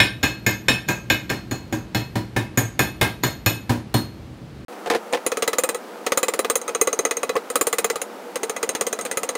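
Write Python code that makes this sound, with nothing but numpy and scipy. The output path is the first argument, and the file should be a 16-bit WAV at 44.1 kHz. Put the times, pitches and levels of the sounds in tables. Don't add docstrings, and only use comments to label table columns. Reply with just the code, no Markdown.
import sys
import numpy as np
from scipy import signal
from scipy.fft import rfft, irfft
from scipy.io import wavfile
from scipy.ndimage import uniform_filter1d, map_coordinates

SR = 44100
rng = np.random.default_rng(int(sys.argv[2]) if len(sys.argv) > 2 else 0)


def invert_db(x):
    u = np.asarray(x, float) / 20
    return 10 ** u


def output_pcm(signal):
    pcm = np.clip(np.atleast_2d(signal).T, -1, 1) * 32767
    wavfile.write(sys.argv[1], SR, np.round(pcm).astype(np.int16))


N = 413216
NATURAL, FASTER = 1, 4
SLOW_END_S, FAST_START_S = 4.6495, 4.6832
BLOW_S = 0.42

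# start_s, force_db, stand_ring_db, head_ring_db, edge_ring_db
SLOW_BLOWS = [(0.001, -2.5, -11.5, -38, -44), (0.233, -5, -18, -37.5, -30), (0.464, -4.5, -16, -37, -16.5),
              (0.683, -2.5, -14, -35, -46), (0.886, -7, -20, -45, -21.5), (1.1, -4.5, -14, -34.5, -23),
              (1.299, -8.5, -22, -46, -30), (1.511, -11.5, -30.5, -41, -26.5),
              (1.725, -9.5, -30, -51, -29.5), (1.947, -6.5, -23.5, -35.5, -27.5),
              (2.155, -11.5, -31, -43, -44), (2.363, -6.5, -22, -58, -39), (2.574, -3, -21, -55, -14.5),
              (2.792, -2.5, -18, -37, -19), (3.012, -2, -18, -40.5, -30), (3.235, -4.5, -22, -32, -18.5),
              (3.461, -2, -20, -31, -16), (3.694, -8, -29.5, -50, -36), (3.941, -3, -30, -31, -29)]
# start_s, force_db, stand_ring_db, head_ring_db, edge_ring_db
GRAZES = [
    (0.2295, -12, -25, -35, -19.5),
    (0.88, -22, -38, -48, -36),
    (1.294, -20, -37, -37.5, -40),
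    (3.23, -33, -44, -44, -40),
]
# start_s, bench_top_db, boards_db
GLOVE_PRESS = [
    (0, -20, -16.5),
    (1.5, -23.5, -20),
    (2.3, -18, -17),
    (3.5, -16.5, -20),
    (3.7, -14.5, -13.5),
    (4, -14.5, -13.5),
]

# start_s, force_db, leg_ring_db, brace_ring_db
FIRST_BOUT = [
    (5.264, -8.5, -26, -27),
    (5.318, -11, -32, -46),
    (5.371, -12, -31, -37),
    (5.423, -8.5, -25, -42),
    (5.477, -7, -32, -28),
    (5.531, -10, -36, -36),
    (5.584, -6.5, -26, -24),
    (5.636, -8, -33, -25.5),
    (5.69, -9, -34, -28.5),
    (5.746, -15, -36, -34.5),
]
SECOND_BOUT = [
    (6.065, -10, -27.5, -45),
    (6.12, -8, -27.5, -45),
    (6.174, -8, -25.5, -24),
    (6.23, -8, -29, -27),
    (6.283, -10, -33, -29.5),
    (6.337, -14.5, -42, -32.5),
    (6.391, -8, -31, -27),
    (6.446, -12, -47, -48),
    (6.499, -8.5, -22, -26),
    (6.555, -9.5, -22.5, -24.5),
]
LEG_BOUT = [(6.615, -25, -34.5, -43), (6.679, -15.5, -30.5, -40), (6.749, -13, -24, -45),
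            (6.813, -8, -17, -23), (6.873, -8, -22, -46), (6.929, -13, -23.5, -37),
            (6.99, -10.5, -21.5, -33), (7.051, -8, -19, -37), (7.11, -9, -23.5, -40),
            (7.169, -17, -24.5, -49), (7.231, -11, -27, -37), (7.293, -10, -36, -45),
            (7.364, -8.5, -56, -57)]
FOURTH_BOUT = [
    (7.501, -16, -36, -34),
    (7.556, -6.5, -28, -24),
    (7.611, -7.5, -31, -23),
    (7.669, -11.5, -29, -24),
    (7.728, -9, -29, -27),
    (7.784, -8, -28, -26),
    (7.844, -6.5, -27, -27),
    (7.9, -9, -29, -33),
    (7.957, -13.5, -44, -35),
    (8.016, -16.5, -28.5, -32),
]
LAST_BOUT = [(8.357, -14.5, -30.5, -36.5), (8.432, -14.5, -28.5, -34), (8.496, -16, -26.5, -35),
             (8.564, -16, -35, -41), (8.629, -11, -27.5, -34), (8.691, -14.5, -24.5, -32),
             (8.75, -13.5, -28, -38), (8.81, -11.5, -22, -32), (8.867, -14, -27, -33),
             (8.928, -15, -25, -34), (8.989, -15.5, -41, -39), (9.051, -18.5, -39, -35.5),
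             (9.113, -14, -29, -35), (9.172, -13, -26.5, -28.5), (9.232, -15, -32, -33.5),
             (9.29, -14, -27, -36), (9.352, -15.5, -32.5, -44)]
# slag_crack_db, bench_thump_db (over the force)
BOUT_RESTING = [
    (-0.5, -6.5),
    (1, -5.5),
    (-2.5, -4.5),
    (0.5, -6),
    (1.5, -5),
]
# start_s, crack_db, bench_db, steel_db
BUMPS = [(4.7245, -36, -29, -55), (4.8598, -20, -19.5, -49), (4.8724, -21.5, -18.5, -45),
         (4.9001, -8, -10, -40), (4.9107, -12, -16, -42), (4.9214, -19, -14.5, -49),
         (4.935, -20, -14.5, -46), (4.9479, -12.5, -9, -41), (4.9614, -19.5, -30, -49),
         (5.1259, -23, -14, -29), (5.1336, -11.5, -8.5, -32), (5.1464, -12.5, -15.5, -43),
         (5.1708, -25, -20.5, -52), (6.6916, -23, -17.5, -32), (7.3545, -30, -10, -32),
         (9.0106, -26, -41, -23), (9.0614, -18, -41, -34)]

BENCH_HZ = [84, 112, 128, 200, 240, 290, 312, 345, 415, 565, 780, 965]
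# level_db, t60_s
BENCH_RING = [(-46, 0.031), (-0.5, 0.2), (-1.5, 0.24), (-11.5, 0.61), (-4, 0.19), (0, 0.11), (-6, 0.23),
              (-3.5, 0.14), (-20, 0.12), (-12.5, 0.2), (0.5, 0.045), (-7.5, 0.12)]
STAND_HZ = [1602, 1748, 1810, 2150, 2462, 2580, 2955, 3397, 3566, 3763, 4405, 5200, 5440, 5625]
# level_db, t60_s
STAND_RING = [(3, 0.13), (-4, 0.16), (5.5, 0.028), (21, 0.042), (16, 0.055), (10.5, 0.26), (-4, 0.073),
              (-2.5, 0.064), (0.5, 0.048), (-2, 0.12), (-22, 0.094), (-8.5, 0.061), (-22, 0.11),
              (-27.5, 0.22)]
HAMMER_HZ = [4262, 13030, 6070, 6420, 6860, 7176, 7946, 8900, 9375, 10430, 12100, 13900, 14410]
# level_db, t60_s
HAMMER_RING = [(9, 0.38), (-34, 1), (-5, 0.049), (-6, 0.27), (15.5, 0.028), (-23, 0.18), (-15, 0.27),
               (1.5, 0.17), (-2.5, 0.32), (-6, 0.15), (-1, 0.023), (-20, 0.053), (-35, 0.088)]
TURNED_BENCH_HZ = [100, 114, 128, 285, 316, 338, 503, 555, 628, 992, 1212]
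# level_db, t60_s
TURNED_BENCH_RING = [(1.5, 0.09), (-2.5, 0.34), (3.5, 0.22), (-4.5, 0.18), (-2.5, 0.23), (-13, 0.15),
                     (-5, 0.17), (-16, 0.085), (-15.5, 0.26), (-10.5, 0.21), (-37, 0.088)]
LEG_HZ = [1602, 2175, 1715]
# level_db, t60_s
LEG_RING = [(3.5, 0.15), (0.5, 0.14), (-1, 0.094)]
BRACE_HZ = [2572, 1782, 2118, 2460]
# level_db, t60_s
BRACE_RING = [(5.2, 0.19), (9, 0.12), (7.1, 0.2), (1, 0.052)]
PLATE_HZ = [3105, 3400, 3570, 3755]
# level_db, t60_s
PLATE_RING = [(-3, .14), (-1, .13), (-3, .12), (-5, 0.14)]

# pitch_hz, level_db
SLAG_COLOUR = [(30, -14), (70, 0), (160, 2), (330, 0.5), (1000, -7.5), (2500, -17), (4000, -20),
               (8000, -25), (16000, -30)]
# pitch_hz, level_db
THUD_COLOUR = [(30, -32), (70, 5), (150, 0), (400, 0), (1000, -8), (2500, -21), (4000, -30)]
# pitch_hz, level_db (per Hz)
FAN_COLOUR = [(15, -54), (25, -58), (48, -6.5), (120, -4.5), (242, -8), (277, -13.5), (317, -9), (405, -17),
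              (911, -27), (3080, -35.5), (3520, -37.5), (4140, -37), (5570, -43), (16000, -56.5)]
# pitch_hz, t60_s
GARAGE_DECAY = [(60, 0.34), (300, 0.26), (1500, 0.31), (4000, 0.3), (8000, .25), (16000, 0.24)]
# pitch_hz, level_db
MICROPHONE = [(10, -8.5), (30, -4), (45, -1), (65, 0), (16000, 3)]

# base_db, then dB per dB of force, stand, head and edge
BRACES_LAW, PLATE_LAW = (8.4, 0.01, 1.344, 0.01, 0.01), (13, 0.56, 0.8, 0.37, -0.18)
NECK_LAW = (-28.5, 0.1, 0.44, 0.45, 0.15)
SHANK_LAW, TIP_LAW = (-22.5, 3.5, -0.16, -0.03, -0.05), (1.6, 1.56, 0.057, 0.16, 0.46)


def along(points, hz):
    f, value = np.transpose(points)
    return np.interp(np.log(hz + 1), np.log(f + 1), value)


def coloured(x, spectrum, speed):
    true_hz = np.fft.rfftfreq(len(x), 1 / SR) / speed
    return irfft(rfft(x) * invert_db(along(spectrum, true_hz)), len(x))


def garage_echo(length, speed):
    hz, t, z = signal.stft(rng.standard_normal(length), SR, nperseg=128)
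    t60 = along(GARAGE_DECAY, hz / speed)[:, None]
    tail = signal.istft(z * invert_db(-60 * t * speed / t60), SR, nperseg=128)[1][:length]
    return tail / np.linalg.norm(tail)


def crowd(count, lo_hz, hi_hz, db, t60):
    place, size = rng.uniform(size=(2, count))
    return np.transpose([lo_hz * (hi_hz / lo_hz) ** place, db - 9 * size, t60 * (1.4 - place)])


def ring(modes, t, scatter_db, rise, rough):
    hz, db, t60 = np.transpose(modes)[:, :, None]
    luck = rng.standard_normal((len(modes), 2))

    knot = t * 90
    whole = knot.astype(int)
    drift = rng.standard_normal((len(modes), 60))
    waver = drift[:, whole] + (drift[:, whole + 1] - drift[:, whole]) * (knot - whole)

    detuned_hz = hz * (1 + luck[:, 1:] / 700)
    tone = np.sin(2 * np.pi * detuned_hz * t + rough * waver)
    tone *= (-1) ** np.arange(len(modes))[:, None]
    decay = invert_db(db + scatter_db * luck[:, :1] - 60 * t / t60)
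    contact = 1 + 0.8 * np.exp(-t / (15 * rise))
    return (decay * tone).sum(0) * (1 - np.exp(-t / rise)) * contact


def first_reflection(length, speed):
    delay = round(0.004 * SR / speed)
    return np.pad(garage_echo(length, speed), (delay, 0))[:length]


def slag_crack(t, speed, spectrum, wet_db):
    burst = rng.standard_normal(len(t)) * invert_db(-60 * t / 0.06)
    burst = burst / np.linalg.norm(burst)
    noise = coloured(burst + invert_db(wet_db) * first_reflection(len(t), speed), spectrum, speed)
    return noise * (1 - np.exp(-t / 0.00064))


def hammering(rows, parts, speed, crack=None):
    t = np.arange(int(BLOW_S * SR / speed)) / SR * speed
    fade = np.clip((BLOW_S - t) / 0.08, 0, 1)
    out = np.zeros(N + len(t))
    lasting = first_reflection(len(t), speed)
    for start_s, *levels in rows:
        heard = []
        if crack:
            spectrum, trim_db, wet_db = crack
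            heard.append((slag_crack(t, speed, spectrum, wet_db), trim_db))
        tail = 0.6 * lasting + 0.8 * first_reflection(len(t), speed)
        for modes, trim_db, wet_db, rise, rough in parts:
            direct = ring(modes, t, 2.2, rise, rough)
            room = signal.fftconvolve(direct, tail)[:len(t)]
            heard.append((direct + invert_db(wet_db) * room, trim_db))
        start = round(start_s * SR)
        for (x, trim_db), db in zip(heard, levels):
            out[start:][:len(t)] += invert_db(db + trim_db) * fade * x / np.abs(x).max()
    return out[:N]


def shared_force(rows, bench_db, plate_db):
    s, force, stand, head, edge = np.transpose(rows)

    def law(rule):
        return rule[0] + np.dot(rule[1:], [force, stand, head, edge])

    when, top_db, boards_db = np.transpose(GLOVE_PRESS)
    thump = 0.13 * force + bench_db
    top = thump + np.interp(s, when, top_db)
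    boards = thump + np.interp(s, when, boards_db)
    low = np.c_[s, force, top, boards, stand, law(BRACES_LAW)]
    high = np.c_[s, law(PLATE_LAW) + plate_db, head, law(NECK_LAW), edge, law(SHANK_LAW), law(TIP_LAW)]
    return low, high


def slow_blows():
    glanced = [any(0 < s - g < 0.02 for g, *_ in GRAZES) for s, *_ in SLOW_BLOWS]
    full_low, full_high = shared_force(SLOW_BLOWS, bench_db=-1.5 * np.array(glanced), plate_db=0)
    light_low, light_high = shared_force(GRAZES, bench_db=-13, plate_db=10)
    return np.r_[full_low, light_low], np.r_[full_high, light_high]


def flat_stand():
    bench = np.c_[BENCH_HZ, BENCH_RING]
    stand = np.c_[STAND_HZ, STAND_RING]
    tool = np.c_[HAMMER_HZ, HAMMER_RING]
    braces = np.r_[stand[3:6], crowd(count=8, lo_hz=1100, hi_hz=2900, db=-9, t60=0.16)]
    plate = np.r_[stand[6:], crowd(count=14, lo_hz=2800, hi_hz=7500, db=-8, t60=0.16)]
    low = [(bench[:3], 1.5, -7, 0.008, 0.3),
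           (bench[3:], 1.5, -2.5, 0.004, 0.5),
           (stand[:3], 1.5, -1.5, 0.0008, 0.6),
           (braces, 1.5, -1.5, 0.0008, 0.6)]
    high = [(plate, -3, -1.5, 0.0008, 0.6),
            (tool[:1], 5.5, -12, 0.0004, 0.15),
            (tool[1:2], 5.5, -12, 0.0004, 0.2),
            (tool[2:7], -1.5, 1.5, 0.0006, 0.8),
            (tool[7:10], -1.5, -1.5, 0.0006, 0.5),
            (tool[10:], -1.5, 1.5, 0.0006, 0.8)]
    deep, bright = slow_blows()
    return hammering(deep, low, NATURAL, crack=(SLAG_COLOUR, -7, 3)) + hammering(bright, high, NATURAL)


def fan(speed, db, hum_db):
    air = coloured(rng.standard_normal(N), FAN_COLOUR, speed)
    t = np.arange(N) / SR * speed
    sway = map_coordinates(rng.standard_normal(int(t[-1] * 6) + 4), [t * 6])
    hum = invert_db(hum_db + 4.6 * sway) * np.sin(2 * np.pi * 120 * t)
    return invert_db(db) * air / air.std() + hum


def starved(x, above_hz, under_db):
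    hz, _, z = signal.stft(x, SR, nperseg=1024)
    power = uniform_filter1d(np.abs(z) ** 2, size=10, axis=0)
    power = uniform_filter1d(power, size=3, axis=1)
    loud = np.abs(uniform_filter1d(power.sum(0), size=13, origin=6))
    faint = (power < loud * invert_db(under_db) ** 2) & (hz[:, None] > above_hz)
    return signal.istft(z * ~faint, SR, nperseg=1024)[1][:N]


def fast_blows():
    rows = []
    bouts = [FIRST_BOUT, SECOND_BOUT, LEG_BOUT, FOURTH_BOUT, LAST_BOUT]
    for bout, (slag_db, thump_db) in zip(bouts, BOUT_RESTING):
        s, force, leg, brace = np.transpose(bout)
        plate = 1.44 * brace + 18
        rows += list(np.c_[s, force + slag_db, force + thump_db, leg + 9, brace + 10.5, plate])
    return rows


def turned_stand():
    bench = np.r_[np.c_[TURNED_BENCH_HZ, TURNED_BENCH_RING],
                  crowd(count=14, lo_hz=140, hi_hz=1300, db=-10, t60=0.12)]
    loose = np.r_[bench[:3], crowd(count=24, lo_hz=90, hi_hz=800, db=-5, t60=0.13)]
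    leg = np.r_[np.c_[LEG_HZ, LEG_RING], crowd(count=8, lo_hz=1850, hi_hz=3900, db=-15, t60=0.14)]
    steel = [(leg, 1.5, -5, 0.0008, 0.6),
             (np.c_[BRACE_HZ, BRACE_RING], 2.5, -1.5, 0.0008, 0.6),
             (np.c_[PLATE_HZ, PLATE_RING], -1.5, -1.5, 0.0008, 1.1)]
    struck = [(bench, 2.5, -4, 0.008, 0.25)] + steel
    bumped = [(loose, -1.5, 1.5, 0.008, 0.6)] + steel
    blows = hammering(fast_blows(), struck, FASTER, crack=(SLAG_COLOUR, -4, 3))
    knocks = [(s, crack, thump, db, db - 2, db - 11) for s, crack, thump, db in BUMPS]
    return blows + hammering(knocks, bumped, FASTER, crack=(THUD_COLOUR, -1.5, 4))


def scene():
    t = np.arange(N) / SR
    slow = coloured(flat_stand() + fan(NATURAL, db=-39, hum_db=-48.5), MICROPHONE, NATURAL)
    slow = starved(slow, above_hz=12500, under_db=-65)
    fast = coloured(turned_stand() + fan(FASTER, db=-38, hum_db=-45), MICROPHONE, FASTER)
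    return (slow * (t < SLOW_END_S) + fast * (t > FAST_START_S))[None]


def low_pass(x):
    return signal.sosfilt(signal.butter(12, 16810, fs=SR, output="sos"), x)


def record(dry):
    held = dry / (1 + np.abs(dry / 0.97) ** 8) ** (1 / 8)
    hz = np.fft.rfftfreq(N, 1 / SR)
    rolloff_db = -np.clip(hz - 15640, 0, None) * 0.04
    finished = irfft(rfft(held) * invert_db(rolloff_db), N)
    return low_pass(finished)


dry = scene()
out = record(dry)
output_pcm(out)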